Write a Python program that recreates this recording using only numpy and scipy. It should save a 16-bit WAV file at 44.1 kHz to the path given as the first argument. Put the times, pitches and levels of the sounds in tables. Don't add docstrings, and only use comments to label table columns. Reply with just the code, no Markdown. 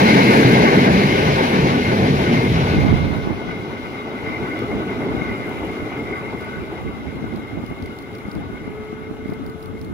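import sys
import numpy as np
from scipy import signal
from scipy.fft import rfft, irfft, next_fast_len
from scipy.io import wavfile
from scipy.ndimage import uniform_filter1d, minimum_filter1d

SR = 44100
rng = np.random.default_rng(int(sys.argv[2]) if len(sys.argv) > 2 else 0)


def bounce(signal):
    frames = np.transpose(np.atleast_2d(signal))
    limited = np.clip(frames, -1, 1)
    pcm = np.round(limited * 32767).astype(np.int16)
    wavfile.write(sys.argv[1], SR, pcm)


def volts_from_db(level):
    exponent = np.asarray(level, float) / 20
    return 10 ** exponent


N = 437913
T = np.arange(N) / SR

# time in seconds, delay of the left port behind the right in samples.
BEARING = [
    (0, 18.4),
    (2.6, 15.8),
    (3.4, 9),
    (4.2, 6.6),
    (9.93, 3.3),
]


def curve(table, t):
    s, *columns = np.transpose(table)
    return [np.interp(t, s, column) for column in columns]


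def colour(x, points):
    size = next_fast_len(N)
    hz, db = np.transpose(points)
    log_hz = np.log(np.fft.rfftfreq(size, 1 / SR) + 1)
    gain = volts_from_db(np.interp(log_hz, np.log(np.maximum(hz, 1)), db))
    return irfft(rfft(x, size) * gain, size)[..., :N]


def unit(x):
    return x / np.sqrt(np.mean(x.mean(axis=0) ** 2))


def walk(rate):
    hold = max(int(SR / rate), 1)
    levels = rng.standard_normal(N // 50)[:N // hold + 1]
    slewed = uniform_filter1d(np.repeat(levels, hold), hold)
    slewed = uniform_filter1d(slewed, hold)[:N]
    return slewed / slewed.std()


def ring(x, modes, waver_db):
    out = 0
    for hz, width, db in modes:
        peak = signal.iirpeak(hz, hz / width, SR)
        rung = signal.lfilter(*peak, signal.lfilter(*peak, x))
        out = out + volts_from_db(db + waver_db * walk(18)) * rung
    return out


def blows(events, rise_s, fall_s):
    out, t = np.zeros(N + SR), np.arange(SR // 4) / SR
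    envelope = (1 - np.exp(-t / rise_s)) * np.exp(-t / fall_s)
    for s, db, hz in events:
        out[int(s * SR):][:len(t)] += volts_from_db(db) * envelope * np.sin(2 * np.pi * hz * t)
    return out[:N]


def spread(lag, alike_hz, patchy_db, rattle_db, rattle_rate):
    frame = 512
    noise = rng.standard_normal((2, N)) * volts_from_db(rattle_db * walk(rattle_rate))
    hz, s, (a, b) = signal.stft(noise, SR, nperseg=frame)
    alike = np.exp(-(hz[:, None] / alike_hz) ** 1.14)
    late = np.exp(-2j * np.pi * hz[:, None] * np.interp(s, T, lag) / SR)
    patch = uniform_filter1d(rng.standard_normal(a.shape), size=8, axis=1)
    patch = uniform_filter1d(patch, size=8, axis=0)
    ports = np.array([a * late, alike * a + np.sqrt(1 - alike ** 2) * b])
    ports = ports * volts_from_db(patchy_db * patch / patch.std())
    return signal.istft(ports, SR, nperseg=frame)[1][:, :N]


def closeness():
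    return np.clip((curve(BEARING, T)[0] - 5.5) / 13, 0, 1)


def follow(top_db, slope, close_db):
    # time in seconds, level in dB.
    rolling = [(0, -18.5), (.3, -18), (.95, -22.5), (1.3, -22.5), (1.8, -26.5), (2.3, -25.5), (2.75, -27),
               (3.1, -32), (3.4, -35.5), (4.06, -35.5), (4.3, -32.5), (4.95, -33), (5.5, -33.5),
               (6.2, -35.5), (7.0, -39), (7.7, -41.5), (8.6, -42.5), (9.93, -47.5)]
    loudest_db = -19
    return top_db + slope * (curve(rolling, T)[0] - loudest_db) + close_db * closeness()


def grasshopper():
    # time in seconds, peak in dB, low mode against the high ones in dB.
    ticks = [(4.4294, -48, -6), (4.591, -41, -5), (5.4922, -43, -8), (6.4087, -46, -5), (6.446, -46, -10),
             (7.359, -45, -3), (7.3961, -52, -15), (7.663, -46, -4), (7.6999, -50, -12), (7.8236, -48, 0),
             (7.8594, -45, -3), (7.9872, -45, -1), (8.0237, -48, -5), (8.1509, -47, -1), (8.1848, -47, -6),
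             (8.3145, -49, 2), (8.3514, -45, -5), (9.2993, -51, -1), (9.3357, -46, -8), (9.4629, -47, -2),
             (9.4973, -48, -3), (9.6268, -44, -5), (9.658, -46, -4), (9.8141, -46, -3), (9.847, -45, -8)]
    # (Hz, width Hz, dB)
    wing_low = [(4600, 2200, -1)]
    wing_high = [(6900, 3000, -5), (9600, 3200, -3), (12000, 4500, -6), (14400, 3500, -7.5)]
    rasp_s, rasp_db = 0.046, -16.5
    starts = np.zeros((2, N))
    for s, db, low_db in ticks:
        for ahead_s, gain_db in ((0, 12), (.022, 1), (.036, -4)):
            starts[:, int((s - ahead_s) * SR)] += volts_from_db(db + gain_db + np.array([0, low_db]))
    decay = np.exp(-1 / (.0025 * SR))
    scrape, low = signal.lfilter([1], [1, -decay], starts + 1e-18)
    width = int(2 * rasp_s * SR)
    rasp = uniform_filter1d(uniform_filter1d(scrape, width), width)
    scrape = scrape + volts_from_db(rasp_db) * rasp_s / 0.0029 * rasp
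    teeth = rng.standard_normal((2, N))
    return ring(scrape * teeth, wing_high, .2) * volts_from_db(-3.0) + ring(low * teeth, wing_low, .2) * volts_from_db(8.0)


def wind():
    # frequency in Hz, level in dB.
    thump_colour = [(12, -45), (30, -9), (60, 5.5), (100, 6), (160, 3), (300, -6), (600, -61.5),
                    (2000, -80)]
    flutter_colour = [(20, -40), (60, -3), (150, -3), (280, 1.5), (450, -12.5), (900, -28.5), (1800, -30.5),
                      (5000, -102)]
    # time in seconds, flutter peak in dB, left minus right in dB, thump against flutter in dB.
    gust_events = [(2.71, -24, 10, -12), (3.31, -40, -9, -14), (4.5, -47, -5, -15), (4.75, -35.5, -3, -2),
                   (5.15, -34.5, -4, -3), (5.3, -37, -7, -8), (5.51, -54, 2, -6), (6.3, -51, 5, -10),
                   (6.6, -43, -3, -5), (6.87, -40, 1, -2), (7.05, -43, -3, 0), (7.25, -40, -1, -5),
                   (7.36, -32, -1, -18), (7.56, -29, 1, -18), (7.83, -35, 1, -3), (8.38, -33, 0, -23),
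                   (8.52, -46, -2, -11), (8.68, -50, -4, -4), (9.07, -39, -1, -10), (9.23, -37, 1, -11),
                   (9.33, -54, 9, -3), (9.43, -39.5, 2, -2), (9.72, -39, 9, -5), (9.9, -32.5, -2, -9)]
    gust_rise_s, gust_fall_s = 0.036, 0.054
    wake_s = (2.68, 2.87, 3.41)
    wake_db, wake_pan_db, wake_fall_db = -18.5, -11, 27
    side = np.array([[.5], [-.5]])
    eddies = rng.standard_normal((2, 2, N)) * volts_from_db(3.4 * np.array([walk(40), walk(40)]))
    breeze = volts_from_db(0.8 * walk(1.9))
    wake_shape_db = np.interp(T, wake_s, (-wake_fall_db / 2, 0, -wake_fall_db))
    wake = volts_from_db(wake_db + wake_shape_db + side * wake_pan_db) * (T < wake_s[2])
    gusts, thumps = np.zeros((2, 2, N))
    for s, db, pan_db, thump_db in gust_events:
        near = slice(int((s - .2) * SR), int((s + .4) * SR))
        late = T[near] - s
        swell = np.exp(-(late / np.where(late < 0, gust_rise_s, gust_fall_s)) ** 2)
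        gust = volts_from_db(db + side * pan_db) * swell
        gusts[:, near] += gust
        thumps[:, near] += gust * volts_from_db(thump_db)
    thump = unit(colour(eddies[0], thump_colour)) * (wake + breeze * volts_from_db(-42.5) + thumps)
    flutter = unit(colour(eddies[1], flutter_colour)) * (gusts + breeze * volts_from_db(-41) + wake * volts_from_db(-11))
    return (thump + flutter) * np.clip((T - wake_s[0]) / 0.12, 0, 1)


def pops():
    # time in seconds, peak in dB, push 1 or pull -1, port 0 left or 1 right.
    slap_events = [(2.786, -3, 1, 1), (2.8494, 2, -1, 1), (2.927, 5, 1, 1), (3.133, -12, 1, 1),
                   (3.2737, -3, 1, 1), (3.3078, -5, 1, 1), (4.76, -10, -1, 1), (5.1508, -8, 1, 0),
                   (5.221, -7, -1, 0), (6.3493, -14, -1, 0), (6.8829, -26, 1, 0), (7.1273, -19, 1, 1),
                   (7.227, -17, 1, 0), (7.2426, -11, -1, 0), (7.3752, -17, 1, 0), (7.6395, -10.5, 1, 1),
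                   (7.7136, -14, 1, 0), (7.724, -14, -1, 1), (8.286, -12, 1, 0), (8.501, -15, -1, 0),
                   (8.6788, -11.5, 1, 0), (8.93, -14, 1, 0), (9.112, -13, 1, 1), (9.2588, -12, 1, 1),
                   (9.294, -13, 1, 0), (9.321, -12.5, 1, 1), (9.323, -12, 1, 0), (9.3286, -15, 1, 0)]
    # frequency in Hz, level in dB.
    slap_colour = [(15, -45), (60, -8), (200, 6.5), (400, 1), (900, -18.5), (1600, -24), (3000, -57),
                   (6000, -88)]
    rebound_s, rebound = .002, 0.46
    slaps = np.zeros((2, N))
    for s, db, sign, port in slap_events:
        slaps[int(port > .5), int(s * SR)] = np.sign(sign) * volts_from_db(db + 28.5)
    slaps = slaps - rebound * np.roll(slaps, int(rebound_s * SR), axis=1)
    return colour(slaps + 1e-9 * rng.standard_normal((2, N)), slap_colour)


def whistle():
    # time in seconds, pitch in Hz, level in dB.
    blast = [
        (8.64, 418, -70),
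        (8.71, 424, -37),
        (8.95, 431, -37.5),
        (9.3, 435, -39.5),
        (9.6, 437, -40),
        (9.85, 438, -41.5),
        (9.93, 438, -53),
    ]
    # multiple of the pitch, level in dB.
    partials = [(1, 0), (2, -25), (3, -15), (4, -23)]
    hz, db = curve(blast, T)
    phase = 2 * np.pi * np.cumsum(hz * (1 + .002 * walk(20))) / SR
    settling_s = np.maximum(T - 8.8, 0)
    tone = 0
    for multiple, partial_db in partials:
        fade_db = 3.5 * (multiple - 1) * settling_s
        tone = tone + volts_from_db(partial_db + .8 * walk(12) - fade_db) * np.sin(multiple * phase)
    tone = tone * volts_from_db(db + 3)
    return np.array([np.roll(tone, 5), tone]) * (T > 8.64)


def ground():
    # frequency in Hz, level in dB.
    soil = [(15, -44), (30, -20), (55, -13), (85, -3), (110, -3.5), (160, 0), (400, -83)]
    end_s, fade_s = 3.22, 0.49
    shudder = unit(colour(spread(np.full(N, 19.), 3000, 1.2, 2.6, 15), soil))
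    return shudder * volts_from_db(-30.5 + 4 * T) * np.clip((end_s - T) / fade_s, 0, 1)


def rails():
    # frequency in Hz, width in Hz, level in dB.
    modes = [(1135, 67, 2), (1214, 51, 0.5), (1338, 150, -15), (1368, 114, -6), (1480, 73, 1.5),
             (2075, 130, -4), (2132.4, 99, 0), (2244, 160, -5), (2326, 280, -13.5), (2862, 94, -12.5),
             (3400, 110, -19.5), (3785, 95, -17.5), (4230, 66, -35), (4900, 300, -29)]
    # time in seconds, peak in dB.
    joints = [(3.986, -26), (4.426, -17), (4.5133, -16.5), (4.6211, -36), (4.7138, -16), (4.9358, -41),
              (5.2122, -13), (5.3419, -17.5), (5.7111, -35), (5.9924, -19), (6.1251, -15), (6.2768, -26)]
    shake = spread(np.full(N, 20.6), 6100, 1.54, 1.2, 30)
    web = unit(ring(shake, modes[:5], 1.9))
    wheel = unit(ring(shake, modes[7:9], 2.2))
    head = unit(ring(shake, modes[5:7] + modes[9:], 1.55))
    singing = web * volts_from_db(follow(-33, 0.75, -3))
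    singing = singing + head * volts_from_db(follow(-22.5, 1.013, -3.5))
    singing = singing + wheel * volts_from_db(follow(-23, 1.5, -9))
    return singing + blows([(s, db - 2.5, 2140) for s, db in joints], 0.0068, 0.012)


def train():
    # frequency in Hz, level close by in dB, level far off in dB.
    body = [(25, -60, -63), (70, -18, -15), (99.5, -15, 0), (135.4, -1, -1), (174, -6, -5), (187, 2, -0.5),
            (254, 0.5, 2), (270, -1, 2.5), (356, -5, 2.5), (442, -4.5, 3), (490, -14.5, -7.5),
            (750, -61, -12.5), (2000, -80, -83)]
    roar = [(200, -18, -52), (506, 3.5, 1.5), (720, -0.5, 2.5), (895, 0, 3), (980, -3, -2.5),
            (1350, -14.5, -3.5), (1624, -1, -11), (1620, -6.5, -7.5), (1880, -5.5, -11), (2090, -24, -10),
            (2215, -2.5, -32), (2356, -10, -8), (2750, -45, -13), (6000, -70, -70)]
    hiss = [(900, -53, -54), (1770, -0.5, -26), (2530, 0.5, 3.5), (3320, -6, 5), (4110, -4, 1),
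            (4500, -8.5, -4), (5970, -15, -6), (6890, -20, -18), (10100, -55, -50)]
    air = [(3000, -54, -52), (6000, -6, -10), (7140, -13, 3.5), (8660, -1, -5.5), (10400, -1.5, 2),
           (11400, -3, -2), (13000, -3, -2.5), (14600, -12, -4), (16000, -13, -7)]
    # time in seconds, gain in dB, length in seconds.
    booms = [
        (.6, 3.5, 0.32),
        (1.046, 4, 0.074),
        (2.045, 4.5, 0.47),
        (4.95, 3.5, 0.38),
        (6.207, 2, 0.15),
        (6.75, 0.5, .15),
        (8.1, 1.5, .2),
    ]
    # time in seconds, peak in dB, ringing in Hz.
    thud_events = [
        (0.139, -6, 272),
        (0.285, -16, 199),
        (0.445, -1, 125.3),
        (0.569, -20, 254),
        (0.9, -5.5, 177.6),
        (1.182, -8.5, 204),
        (1.278, -9.5, 145),
        (1.559, -8, 182.4),
        (2.379, -14, 132),
        (2.584, -7, 137),
    ]
    lag, close = curve(BEARING, T)[0], closeness()
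    boom_db = sum(db * np.exp(-((T - s) / long_s) ** 2) for s, db, long_s in booms)
    grass = volts_from_db(-70.5 + 5 * np.exp(-((T - 5.7) / 1) ** 2))
    # (colour, level, lag, alike up to Hz, patchy dB, rattle dB, rattle rate per s)
    parts = [(body, volts_from_db(follow(-15, 0.98, -0.38) + boom_db), 0.66 * lag, 4500, 1.1, 1.2, 25),
             (roar, volts_from_db(follow(-25.5, 0.9, 7.5)), lag, 4200, 1.3, 1.5, 32),
             (hiss, volts_from_db(follow(-42, 0.69, 15.23)), lag, 3600, 1.1, .8, 40),
             (air, volts_from_db(follow(-54, 0.95, 6.7)) + grass, lag, 3600, .8, .9, 40)]
    out = 0
    for points, gain, late, alike_hz, patchy_db, rattle_db, rate in parts:
        noise = spread(late, alike_hz, patchy_db, rattle_db, rate)
        near = unit(colour(noise, np.array(points)[:, [0, 1]]))
        far = unit(colour(noise, np.array(points)[:, [0, 2]]))
        out = out + (close * near + (1 - close) * far) * gain
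    thuds = blows([(s, db - 0.5, hz) for s, db, hz in thud_events], 0.0093, .03)
    return out + np.array([np.roll(thuds, 20), thuds])


def scene():
    # frequency in Hz, left minus right in dB.
    shade = [(60, -0.5), (300, 0.5), (700, 1.5), (1900, 3), (3200, 3), (4900, 2), (6200, 3.5), (7600, 0.5),
             (8800, -7), (10500, -3.5), (13000, 0)]
    left_share = 0.53
    left, right = train() + rails() + whistle() + grasshopper()
    left = colour(left, [(hz, left_share * db) for hz, db in shade])
    right = colour(right, [(hz, -left_share * db) for hz, db in shade])
    return np.array([left, right]) + ground() + wind() + pops()


def low_pass(x):
    return signal.sosfilt(signal.butter(12, 15830, fs=SR, output="sos"), x)


def record(dry):
    # frequency in Hz, level in dB.
    cavities = [(6800, 0.5), (7600, 0), (8000, -4), (8400, -0.5), (9000, 1.5)]
    top_cut = [(15720, 0), (15860, -40)]
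    x = colour(colour(dry, cavities), top_cut)
    gain = minimum_filter1d(1 / np.maximum(np.abs(x).max(axis=0), 1), size=441)
    return low_pass(x * uniform_filter1d(gain, size=441))


dry = scene()
out = record(dry)
bounce(out)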